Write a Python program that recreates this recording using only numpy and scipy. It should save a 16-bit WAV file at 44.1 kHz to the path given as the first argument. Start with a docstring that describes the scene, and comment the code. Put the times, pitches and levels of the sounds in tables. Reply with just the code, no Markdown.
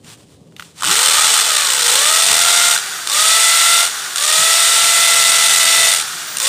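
"""Outdoors at a concrete wall: a hand-held impact drill bores in four bursts, close to a mono microphone.
A 16-tooth ratchet hammers the bit: puffs of noise, overtones and hard cracks, ringing in the drill body.
The motor is a noisy rush with thin whines; with the trigger let go it coasts and the whines fall.
Before boring the tip scrapes and taps the wall in filtered noise and short decaying tones.
Low filtered noise rumbles underneath throughout."""
import sys
import numpy as np
from scipy import signal
from scipy.io import wavfile
from scipy.ndimage import uniform_filter1d

SR = 44100
rng = np.random.default_rng(int(sys.argv[2]) if len(sys.argv) > 2 else 0)


def to_wav(s):
    """Save 16-bit WAV."""
    ch = np.atleast_2d(s).T  # columns
    pcm = np.round(np.clip(ch, -1, 1) * 32767)  # PCM
    wavfile.write(sys.argv[1], SR, pcm.astype(np.int16))


N = 285768
T = np.arange(N) / SR
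TEETH = 16  # ratchet blows per spindle turn
FULL_HZ = 714  # blows per second at which the speed-dependent levels hold


def gain_of(db):
    """Amplitude factor of a level in dB."""
    return 10 ** (np.asarray(db) / 20)


def evened(x):
    """Scale a signal to rms 1."""
    return x / np.sqrt(np.mean(x ** 2) + 1e-20)


def columns(rows):
    """Each column after the time column of a table, as a curve over all samples."""
    s, *values = np.transpose(rows)
    return [np.interp(T, s, v) for v in values]


def colour(x, points):
    """Minimum-phase filter of unit energy, shaped like a spectrum of (Hz, dB) points."""
    hz = np.fft.rfftfreq(8192, 1 / SR)
    f, db = np.transpose(points)
    curve_db = np.interp(np.log(hz + 1), np.log(f), db)
    log_gain = np.log(gain_of(np.maximum(curve_db, -90)))
    mirrored = np.r_[log_gain, log_gain[-2:0:-1]]
    # the Hilbert transform of the log gain is the phase of a causal filter
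    response = np.exp(np.conj(signal.hilbert(mirrored)))
    taps = np.fft.ifft(response).real[:4096]
    return signal.oaconvolve(x, taps / np.linalg.norm(taps))[:N]


def drift(hz):
    """Random wander of rms 1: noise low-passed at hz."""
    lowpass = signal.butter(2, hz, fs=SR, output="sos")
    return evened(signal.sosfilt(lowpass, rng.standard_normal(N)))


def resonate(x, hz, width):
    """A resonance of gain 1 that follows the curve hz: shift down to zero, smooth, shift back."""
    turn = np.exp(2j * np.pi * np.cumsum(hz * np.ones(len(x))) / SR)
    r = np.exp(-np.pi * width / SR)
    return 2 * (turn * signal.lfilter([1 - r], [1, -r], x / turn)).real


# how the ratchet seats, also steering the contact and the chance landings: start_s, hop (0-1 off the stone),
# first_db, second_db, third_db (overtone levels against the grinding)
SEATING_CURVE = [(.95, 0, -24, -26, -24), (1.08, .1, -26.5, -21, -23), (1.2, 0.16, -28, -10, -17),
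                 (1.4, 0.18, -27, -37, -28), (1.52, 0.19, -23, -12, -14), (1.68, 0.23, -30, -15.5, -16),
                 (1.8, 0.12, -24, -30, -18), (1.92, 0.1, -21.5, -23, -25), (2.04, 0.09, -21.5, -13.5, -15),
                 (2.2, 0.14, -21.5, -11, -22), (2.3, 0.37, -21, -25, -17), (2.41, 0.11, -21, -13.5, -19),
                 (2.66, 0.04, -20.5, -10.5, -11), (2.8, 0.6, -20, -12, -22), (3.1, 0.07, -26, -11, -23),
                 (3.34, 0.05, -22, -10.5, -11.5), (3.52, 0, -26, -10.5, -9.5), (3.8, 0, -21.5, -7.5, -11.5),
                 (3.9, 0.4, -23, -11, -21), (4.2, 0.16, -23, -13, -18), (4.45, 0, -20, -11.5, -13),
                 (4.75, 0, -23, -11.5, -14.5), (5.02, 0, -20, -10.5, -8.5), (5.6, 0.14, -24, -14.5, -10),
                 (5.85, 0.06, -18, -16.5, -7.5), (6.02, .5, -30, -11.5, -18), (6.48, 0.08, -21, -16, -30)]


def grinding(press):
    """A puff of crushed stone per tooth, each of its own strength, the more so when the bit hops."""
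    teeth = blows_so_far()
    hop = np.clip(columns(SEATING_CURVE)[0], 0, 1)
    luck = np.clip(rng.standard_normal(N), -2, 2)[teeth.astype(int)]
    strength_db = (1.8 + 4 * hop) * luck
    puffs = 0.67 + gain_of(strength_db) * np.exp(-(teeth % 1) / 0.16)
    puffs /= np.sqrt(uniform_filter1d(puffs ** 2, size=3000))
    wobble_db = .5 * np.sin(2 * np.pi * teeth / TEETH) + .5 * drift(330)
    return gain_of(wobble_db - 4) * bearing() * press * puffs * rng.standard_normal(N)


# uneven teeth add lines beside each overtone: overtone (number), turns_off (spindle turns per blow group)
TOOTH_LINES = [(1, -6), (1, -4), (1, -2), (1, -1), (1, 0), (1, 1), (1, 4), (1, 5), (2, -1), (2, 0), (2, 1),
               (3, -2), (3, 0), (3, 1), (3, 3), (4, -2), (4, 0), (4, 1), (5, 0)]
# one per tooth line: level_db (against its overtone, the third standing for higher ones)
TOOTH_LINE_LEVELS = [-28, -13.5, -16.5, -10.5, -1, -7, -29, -12, -51, -1.5, -9, -39, -2, -14, -11, -10.5,
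                     -16, -17, -52]


def hammering(press):
    """The steady part of the blows: overtones of the ratchet, wavering and broken by the hops."""
    levels = columns(SEATING_CURVE)[1:]
    teeth = blows_so_far() + 0.0055 * drift(25)
    overtones = np.zeros(N)
    for (k, off), db in zip(TOOTH_LINES, TOOTH_LINE_LEVELS):
        level_db = levels[min(k, len(levels)) - 1] + db + 0.87 * drift(20)
        phase = (k + off / TEETH) * teeth + rng.random()
        overtones += gain_of(level_db) * np.sin(2 * np.pi * phase)
    return np.sqrt(2) * overtones * bearing() * uniform_filter1d(press, size=100)


# the loudest single blows, as the bit bites or lands from a hop:
# start_s, level_db (before the crack and thud shaping), thud_db (housing thud against the blow)
LOUD_BLOWS = [(0.8073, -16, -4), (0.8217, -5, 1), (.8327, -1, -1.5), (0.8418, -2, 0.5), (0.8472, 0.5, -9),
              (0.8551, -2, -13), (0.863, -5, -19), (0.8725, -8, -29), (.8834, -5, -17), (.894, -3, 2),
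              (0.9024, -1, -1), (.911, 5, -10), (0.954, 3, -15), (0.963, -2, -20), (0.9905, 3, -12),
              (1.0296, 1, -6), (1.059, 4, -15), (1.209, 0, -17), (1.2334, -9, -22), (1.3894, -11, -7),
              (1.4377, -11, -15), (1.6864, -1, -20), (1.7017, -1, -20), (1.7193, -5, -21), (1.735, -2, -22),
              (1.764, -5, -18), (1.7907, -2, -20), (1.8196, 0, -18), (1.8793, 2.5, -16), (1.9153, 4.5, -11),
              (1.954, 6, -21), (2.2207, -3, -21), (2.305, 0, -11), (2.3293, 3, -21), (2.3409, -8, -22),
              (2.4357, -5, -14), (2.46, -1, -19), (2.527, 0, -17), (2.5602, -6, -19), (2.7362, -3, -10),
              (2.7614, -1.5, 3), (2.786, -5, -10), (3.072, 0, -10), (3.0864, -4.5, -16), (3.0976, -2, -12),
              (3.116, -4, -19), (3.1276, -4, -10), (4.1586, -0.5, -8.5), (4.171, -3, -19), (4.181, -2, -19),
              (4.236, -5.5, -19), (5.936, 1, -21), (5.947, -10, -19), (5.962, -4, -15), (6.369, -2, -22),
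              (6.3837, -3, -17), (6.4, -0.5, -11), (6.417, -5, -20), (6.4274, -2, -20)]


def hard_blows(hops):
    """The loudest blows, and among them chance hard landings, the likelier the more the bit hops."""
    hard_share = 1.8  # chance of a hard landing per unit of hop
    landing_db, spread_db = 7.5, 3  # blow level over the grinding gain, and its scatter
    at = np.flatnonzero(np.diff(np.floor(hops)) > 0)
    luck, size = rng.random(N)[:len(at)], rng.standard_normal(N)[:len(at)]
    apart = abs(T[at][:, None] - np.transpose(LOUD_BLOWS)[0]).min(axis=1) > .008
    likely = luck < hard_share * columns(SEATING_CURVE)[0][at]
    pressure = bearing()[at]
    hard = likely & apart & (pressure > .01)
    db = 20 * np.log10(pressure[hard]) + landing_db + spread_db * size[hard]
    thud_db = -19  # against the blow
    return LOUD_BLOWS + [(s, blow_db, thud_db) for s, blow_db in zip(T[at][hard], db)]


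def bites(blows):
    """Each hard blow is a short crack into the drill and a thud of the housing."""
    crack, thud, t = np.zeros(N + SR), np.zeros(N + SR), T[:2000]
    t60_s, thud_t60_s = 0.016, 0.073  # the thud's own decay comes on top of the blow's
    for s, db, thud_db in blows:
        onset = 1 - np.exp(-(t / 0.00084) ** 2)
        shape = 0.82 * gain_of(db - 60 * t / t60_s) * onset
        at = slice(round(s * SR), round(s * SR) + len(t))
        crack[at] += 0.44 * shape * rng.standard_normal(len(t))
        tone = np.sin(2 * np.pi * rng.uniform(1080, 1620) * t)  # a housing pitch of its own
        thud[at] += gain_of(thud_db - 60 * t / thud_t60_s) * shape * tone
    return crack[:N], thud[:N]


def hop_clock():
    """Hops of the two-edged bit since the start, two a turn, unevenly spaced."""
    return 2 * blows_so_far() / TEETH + 0.25 * drift(7.1)


def contact(hops, blows):
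    """The two-edged bit hops twice a turn: rounded lumps of pressure with gaps between; rms about 1."""
    bounce = np.clip(columns(SEATING_CURVE)[0], 0, 1)
    lumps = np.sin(np.pi * (hops % 1) ** .7) ** 2.5 * gain_of(2.5 * drift(50))
    press = (1 - bounce) + 2 * bounce * lumps
    for s, *_ in blows:  # the pressure dips as the bit lifts just before each hard landing
        near = slice(round(s * SR) - 600, round(s * SR) + 600)
        press[near] *= 1 - .6 * np.exp(-((T[near] - s + .003) / .0022) ** 2)
    return press / np.sqrt(uniform_filter1d(press ** 2, size=3000))


# the bit is pressed on the wall: touch_s, lift_s, level_db (held, at full speed, before the grinding's trim),
# lean_s (lean-in time constant), ease_s (ease-off time constant)
BORING_BURSTS = [(0.849, 2.806, -11, 0.019, 0.036), (3.089, 3.904, -11, 0.047, 0.037),
                 (4.165, 6.042, -11.5, 0.059, 0.046), (6.405, 6.69, -12.5, .03, 0.041)]


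def bearing():
    """Grinding gain: the hand leans in, holds and eases off; faster is louder."""
    lean_db, ease_db = -11.5, -17.5  # at the touch and at the lift, against the hold
    unpowered_db, db_per_octave = -2.5, 1.5  # with the trigger let go; per doubling of speed
    out = np.zeros(N)
    for touch, lift, db, lean_s, ease_s in BORING_BURSTS:
        at = slice(round(touch * SR), round(lift * SR))
        lean = lean_db * np.exp((touch - T[at]) / lean_s)
        ease = ease_db * np.exp((T[at] - lift) / ease_s)
        out[at] = gain_of(db + lean + ease)
    squeezed = sum((T >= on) & (T < off) for on, off, *_ in TRIGGER_SQUEEZES)
    idle = uniform_filter1d(1. - squeezed, size=2000)
    speed_db = db_per_octave * np.log2(speed() / FULL_HZ)
    return uniform_filter1d(out, size=300) * gain_of(unpowered_db * idle + speed_db)


# the trigger is squeezed: on_s, off_s, blows_hz (the run-up's goal), run_up_s (time constant),
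# creep_hz_per_s, ease_hz (speed gained by the release, as the bit eases off)
TRIGGER_SQUEEZES = [(.751, 1.415, 752, .273, 0, 0), (1.84, 1.92, 490, .1, 0, 0),
                    (1.92, 2.8, 700, .18, 0, 0), (3.09, 3.91, 668, .115, 10, 42),
                    (4.18, 6.015, 686, .2, -14, 8), (6.385, 6.6, 684, .2, 0, 0)]


def speed():
    """Blows per second: each squeeze runs up to a settled speed, each release coasts down."""
    rest_hz, ease_s = 60, .065
    coast_hz, coast_s = 160, .816  # let go, the speed sinks toward coast_hz
    hz = np.full(N, 1. * rest_hz)
    for on, off, top_hz, up_s, creep_hz, ease_hz in TRIGGER_SQUEEZES:
        at = round(on * SR)
        held = np.minimum(T[at:], off) - on
        run_up = (top_hz - hz[at]) * np.exp(-held / up_s)
        eased = ease_hz * np.exp((held + on - off) / ease_s)
        driven = top_hz + creep_hz * held - run_up + eased
        released = np.maximum(T[at:] - off, 0)
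        hz[at:] = coast_hz + (driven - coast_hz) * np.exp(-released / coast_s)
    return uniform_filter1d(hz, size=1000)


def blows_so_far():
    """Ratchet teeth passed since the start: the speed summed over time."""
    return np.cumsum(speed()) / SR


# spectrum of drill body and wall: freq_hz, level_db (relative, per Hz)
STONE_SPECTRUM = [(150, -59), (250, -44), (500, -20), (1000, -17), (1700, -12), (3000, -5.5), (6000, -6.5),
                  (8500, -2), (9800, -9.5), (10500, -16.5), (13000, -16.5), (15600, -23)]
# what bit, chuck and housing ring with, before the spectrum above:
# pitch_hz, width_hz, shallow_db (shallow hole), deep_db (deep hole)
BODY_RINGS = [(454, 13.6, 16, 9), (881, 44, 14.5, 9.5), (1270, 280, 14.5, 3), (1903, 81, 0, 5),
              (2390, 180, -11, -13), (2850, 75, -13, -2.5), (3008, 30, 14.5, -10.5), (3470, 110, 2.5, -1.5),
              (3620, 210, -4.5, 4.5), (4058, 83, 2.5, 1.5), (4650, 220, -54, -3), (5495, 30, 1, 5.5),
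              (5830, 220, -21, -5.5), (7010, 24, -22, 8), (7060, 36, -27, -12), (8040, 17, 7, 5),
              (8730, 86, 1, 3.5), (9280, 170, -22, 2.5), (10030, 120, -58, 6.5), (11100, 110, -13, 4),
              (11900, 57, -27, 5), (13700, 120, -11, 6)]


def drill_body(force):
    """The force passes the body; rings are struck unevenly, wander with the grip, change with depth."""
    half_deep_s = 1.83
    deep = 1 / (1 + np.exp(-(T - half_deep_s) / .5))
    rings = np.zeros(N)
    for hz, width, shallow_db, deep_db in BODY_RINGS:
        level_db = shallow_db + (deep_db - shallow_db) * deep + 1.16 * drift(39)
        rings += resonate(force * gain_of(level_db), hz * (1 + .008 * drift(3)), width)
    return colour(force + rings, STONE_SPECTRUM)


# spectrum of fan, brushes and gears: freq_hz, level_db (relative, per Hz)
MOTOR_SPECTRUM = [(150, -51), (250, -16.5), (324, -26), (359, -13.5), (564, -14.5), (718, -8.5),
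                  (980, -8.5), (1480, 2), (2410, -8), (3410, -3.5), (5070, -5), (6800, -3.5), (9130, -5.5),
                  (10500, -13.5), (15600, -17)]
# the whines: multiple (of the motor's turning rate)
WHINE_MULTIPLES = [1, 2, 24, 34, 48]
# one per whine: level_db (before the housing rings and the fade at low speed)
WHINE_LEVELS = [-56, -50, -40, -45, -37]


def motor():
    """Air and brush noise, lumpy with gear chatter, and thin whines tied to the speed."""
    rush_db, rush_db_per_octave = -22.5, 8  # at full speed; per doubling of speed
    motor_turns_per_blow = .606
    speed_hz = speed()
    running = np.clip((speed_hz - 60) / 420, 0, 1) ** 0.32  # silent at the resting speed
    chatter = gain_of(0.61 * drift(170)) * rng.standard_normal(N)
    rings = np.zeros(N)
    for hz, width, *_ in BODY_RINGS:
        rings += resonate(chatter * gain_of(-8.0 + 4.5 * drift(27)), hz, width)
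    rush = evened(colour(chatter + rings, MOTOR_SPECTRUM))
    rush_gain = gain_of(rush_db + rush_db_per_octave * np.log2(speed_hz / FULL_HZ))
    turns = motor_turns_per_blow * (blows_so_far() + 0.0034 * drift(40))
    whines = [gain_of(db + drift(15)) * np.sin(2 * np.pi * k * turns)
              for k, db in zip(WHINE_MULTIPLES, WHINE_LEVELS)]
    whines[2] = resonate(whines[2], 9100, 1100)  # these two are loud only as they cross a housing ring
    whines[3] = resonate(whines[3], 12200, 900)
    whine_gain = np.sqrt(2) * np.minimum(speed_hz / 480, 1) ** 4
    return running * (rush_gain * rush + whine_gain * sum(whines))


# the bit drags over the wall: start_s, length_s, level_db, peak_share (of the length until the loudest moment)
DRAG_STROKES = [(0.023, 0.14, -39, 0.61), (.15, 0.11, -53, .5), (.25, .13, -58.5, 0.54),
                (0.575, .18, -46, 0.28), (.74, 0.12, -34, 0.65)]


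def dragging():
    """Gain of the tip on the wall: a faint rest until the boring starts, and rounded strokes."""
    resting_db = -59.5
    out = gain_of(resting_db) * (T < BORING_BURSTS[0][0])
    for start, length, db, share in DRAG_STROKES:
        skew = np.log(.5) / np.log(np.clip(share, .1, .9))
        u = np.clip((T - start) / length, 0, 1) ** skew
        out = out + gain_of(db) * np.sin(np.pi * u) ** 1.03
    return out


# spectrum of the dragging tip: freq_hz, level_db (relative, per Hz)
GRIT_SPECTRUM = [(350, -33), (600, -12), (726, -7), (1050, -5), (2050, -7.5), (3210, -3), (6260, -7.5),
                 (6980, -6), (7570, -5), (9500, -6.5), (10300, -16), (15600, -21)]
# the bit taps the wall: start_s, level_db (before the onset), pitch_hz (of the knock), t60_s (of the grit)
WALL_TAPS = [(0.045, -34, 7190, 0.025), (0.071, -41, 3840, 0.025), (0.5222, -42, 1410, 0.025),
             (0.564, -25.5, 3660, 0.036), (0.5831, -39, 6340, 0.03), (0.596, -13.5, 1420, 0.02),
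             (0.6055, -24, 1230, 0.033), (0.623, -20.5, 1380, 0.03)]


def handling():
    """Gritty drag of the tip; each tap is a dry knock of three decaying tones with a little grit."""
    grains = rng.standard_normal(N) * gain_of(1.6 * drift(300))
    out = dragging() * evened(colour(grains, GRIT_SPECTRUM))
    t = T[:2000]
    onset = 1 - np.exp(-(t / 0.00057) ** 2)
    for s, db, hz, t60 in WALL_TAPS:
        knock = np.sin(2 * np.pi * hz * t)
        knock += 0.51 * np.sin(2 * np.pi * 2800 * t) + .5 * np.sin(2 * np.pi * 1950 * t)
        noise = evened(resonate(rng.standard_normal(len(t)), 2900, 2500))
        grit = gain_of(-60 * t / max(t60, .004)) * noise
        at = slice(round(s * SR), round(s * SR) + len(t))
        out[at] += gain_of(db) * onset * (gain_of(-60 * t / .012) * knock + 0.34 * grit)
    return out


# base level of the rumble: start_s, level_db
RUMBLE_LEVEL = [(0, -45), (.79, -48.5), (1.0, -48.5), (2.1, -52), (3.3, -52), (4.3, -54.5), (5.1, -48),
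                (5.8, -48), (6.48, -50.5)]
# gusts swelling on top of it: peak_s, level_db (added as gain), half_width_s (to 1/e)
RUMBLE_GUSTS = [(.89, -37.5, .05), (2.33, -44, 0.078), (4.42, -44, 0.033), (4.85, -52, .03),
                (5.801, -47, 0.044)]
# spectrum of the rumble: freq_hz, level_db (relative, per Hz)
RUMBLE_SPECTRUM = [(15, -67), (25, -25), (128, -0.5), (161, -2.5), (289, -6), (318, -6.5), (339, -18),
                   (380, -7), (412, -7), (1200, -30), (1560, -71), (2640, -120)]


def rumble():
    """Lumpy low noise of the air outdoors, with one booming pitch."""
    air = rng.standard_normal(N)
    low = colour(air + 1.24 * resonate(air, 166, 10), RUMBLE_SPECTRUM)
    level = gain_of(columns(RUMBLE_LEVEL)[0])
    for s, db, width in RUMBLE_GUSTS:
        level = level + gain_of(db) * np.exp(-((T - s) / width) ** 2)
    return level * gain_of(1.8 * drift(16)) * evened(low)


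def scene():
    """All sources reach one microphone that feeds both channels."""
    hops = hop_clock()
    blows = hard_blows(hops)
    press = contact(hops, blows)
    crack, thud = bites(blows)
    body = drill_body(grinding(press) + crack)
    drill = body + hammering(press) + thud + motor()
    return np.tile(drill + handling() + rumble(), (2, 1))


def record(dry):
    """The highest peaks round off toward 0.9; the microphone drops the deep bass; then the band limit."""
    rounded = dry / (1 + abs(dry / 0.9) ** 5) ** (1 / 5)
    thin = signal.sosfilt(signal.butter(3, 60, "high", fs=SR, output="sos"), rounded)
    edge_hz = 15520
    band = signal.firwin(1535, edge_hz, window=("kaiser", 10), fs=SR)
    return signal.oaconvolve(thin, band[None], "same")


dry = scene()
out = record(dry)
to_wav(out)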